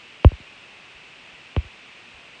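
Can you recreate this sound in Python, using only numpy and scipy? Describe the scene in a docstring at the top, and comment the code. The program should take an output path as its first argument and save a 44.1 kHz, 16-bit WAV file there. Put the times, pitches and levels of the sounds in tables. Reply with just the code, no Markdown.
"""A faint steady hiss runs throughout. At 0.25 s a dull knock on a table, with small bounces, touches
the recorder's ceiling; a softer one follows at 1.56 s, and very faint contacts fall between and after.
Each reaches the microphone through the table top, treble first and bass ever later, so a knock
is a quick falling sweep that ends in a deep thud."""
import sys
import numpy as np
from scipy import signal
from scipy.fft import rfft, irfft, next_fast_len
from scipy.io import wavfile
from scipy.ndimage import uniform_filter1d, map_coordinates

SR = 44100
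rng = np.random.default_rng(int(sys.argv[2]) if len(sys.argv) > 2 else 0)


def pcm_store(signal):
    """Save signal as 16-bit PCM."""
    levels = np.round(np.clip(np.atleast_2d(signal), -1, 1) * 32767)
    wavfile.write(sys.argv[1], SR, levels.astype(np.int16).T)


N = 105840  # 2.4 s


def amp(db):
    """Gain of a level in dB."""
    return 10 ** (np.asarray(db) / 20)


def unit_rms(x):
    """x at rms 1."""
    return x / np.sqrt(np.mean(x ** 2) + 1e-20)


def linear_curve(points, hz):
    """(f/Hz, value) points joined by lines over log f."""
    f, values = np.transpose(points)
    return np.interp(np.log(hz + 1), np.log(f + 1), values)


def spline_curve(points, hz):
    """(f/Hz, value) points joined by a spline over log f."""
    f, values = np.transpose(points)
    row = np.interp(np.log(hz + 1), np.log(f + 1), np.arange(len(f)))
    return map_coordinates(values, [row], mode="nearest")


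def minimum_phase(db):
    """Causal frequency response with these levels."""
    cepstrum = irfft(np.log(amp(db)))
    half = len(cepstrum) // 2
    cepstrum[1:half] *= 2
    cepstrum[half + 1:] = 0
    return np.exp(rfft(cepstrum))


def hiss(level_db=-46.5, patchy_db=0.36):
    """Steady noise, slightly patchy, strongest near 2.6 kHz."""
    # noise density: f/Hz, level/dB
    density = [(15, -47.5), (25, -13.5), (60, -15.5), (125, -8), (220, -7.5), (580, -8.5), (1200, -8),
               (1650, -8), (2150, -4), (2600, 1), (3100, -5.5), (3900, -12.5), (6000, -22), (8600, -28),
               (9300, -34.5), (12000, -66)]
    hz, _, white = signal.stft(rng.standard_normal(N + SR), SR, nperseg=4096)
    patches = unit_rms(uniform_filter1d(rng.standard_normal(white.shape), size=30, axis=0))
    shape_db = linear_curve(density, hz)[:, None] + patchy_db * patches
    noise = signal.istft(white * amp(shape_db), SR, nperseg=4096)[1]
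    return amp(level_db) * unit_rms(noise[SR // 4:][:N])


def knocks():
    """Each blow pushes the table top down and travels through it to the microphone, bass slowest."""
    # blows and bounces: t/s, level/dB, then shifts: deep bass/dB, low mid/dB, high mid/dB, treble/dB
    contacts = [(.2458, 0.2, 1, 0, -0.5, -0.5), (0.2496, -25, 0.5, 4, 3, 7.5),
                (0.3164, -28, 3, 2.5, 1, -9.5), (.398, -46, -4, 13, -8, -8),
                (1.5639, -12.8, 0.5, 1.5, -2, 6.5), (1.5665, -26, -10, -11, 1, 3.5),
                (1.573, -38, 9, 16.5, 7, 1), (1.602, -41, 0, 0, -14, -4), (1.642, -38.5, 3, 0.5, -4.5, 5),
                (.935, -56, 10, 0, -5, -10), (2.125, -55, 9, -7, -7, -7), (2.155, -56.5, 6, -6, -4, -10),
                (1.315, -59, 9, -4, -5, -11)]
    # spectrum the table top passes of one blow: f/Hz, level/dB
    table_top = [(18, 21.7), (30, 32.6), (40, 42.1), (52, 47.9), (70, 52.1), (95, 50), (130, 42),
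                         (190, 33.2), (260, 32), (400, 31), (600, 29.8), (800, 23.5), (1050, 23),
                 (1300, 15), (1600, 10), (2150, 9), (2750, 13), (3400, 3), (4600, -14), (5600, -16),
                 (6500, -24), (9000, -32)]
    lag_s, ref_hz, exponent = .01072, 100, -.895  # group delay = lag_s * (f / ref_hz) ** exponent
    stilled_at_s, fade_s = .062, .005
    size = 2 ** 14
    hz = np.fft.rfftfreq(size, 1 / SR)
    t = np.arange(size // 2) / SR
    lag_cycles = lag_s * ref_hz / (1 + exponent) * (hz / ref_hz) ** (1 + exponent)
    dispersion = np.exp(-2j * np.pi * lag_cycles)
    damping = (1 - np.tanh((t - stilled_at_s) / fade_s / 2)) / 2
    out = np.zeros(N + size)
    for start_s, level_db, deep_db, low_db, mid_db, treble_db in contacts:
        shifts = [(45, deep_db), (90, 0), (220, low_db), (700, mid_db), (2700, treble_db)]
        spectrum_db = spline_curve(table_top, hz) + spline_curve(shifts, hz)
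        blow = -irfft(minimum_phase(spectrum_db) * dispersion)[:len(t)]
        out[round(start_s * SR):][:len(t)] += amp(level_db) * damping * blow
    return out[:N]


def scene():
    """Hiss and knocks, mono."""
    return (hiss() + knocks())[None]


def record(dry, knee=14, cutoff_hz=9469):
    """Soft ceiling at full scale, then a brick-wall low-pass."""
    limited = dry / (1 + np.abs(dry) ** knee) ** (1 / knee)
    size = next_fast_len(N + SR // 4)
    passband = np.fft.rfftfreq(size, 1 / SR) < cutoff_hz
    return irfft(rfft(limited, size) * passband, size)[:, :N]


dry = scene()
out = record(dry)
pcm_store(out)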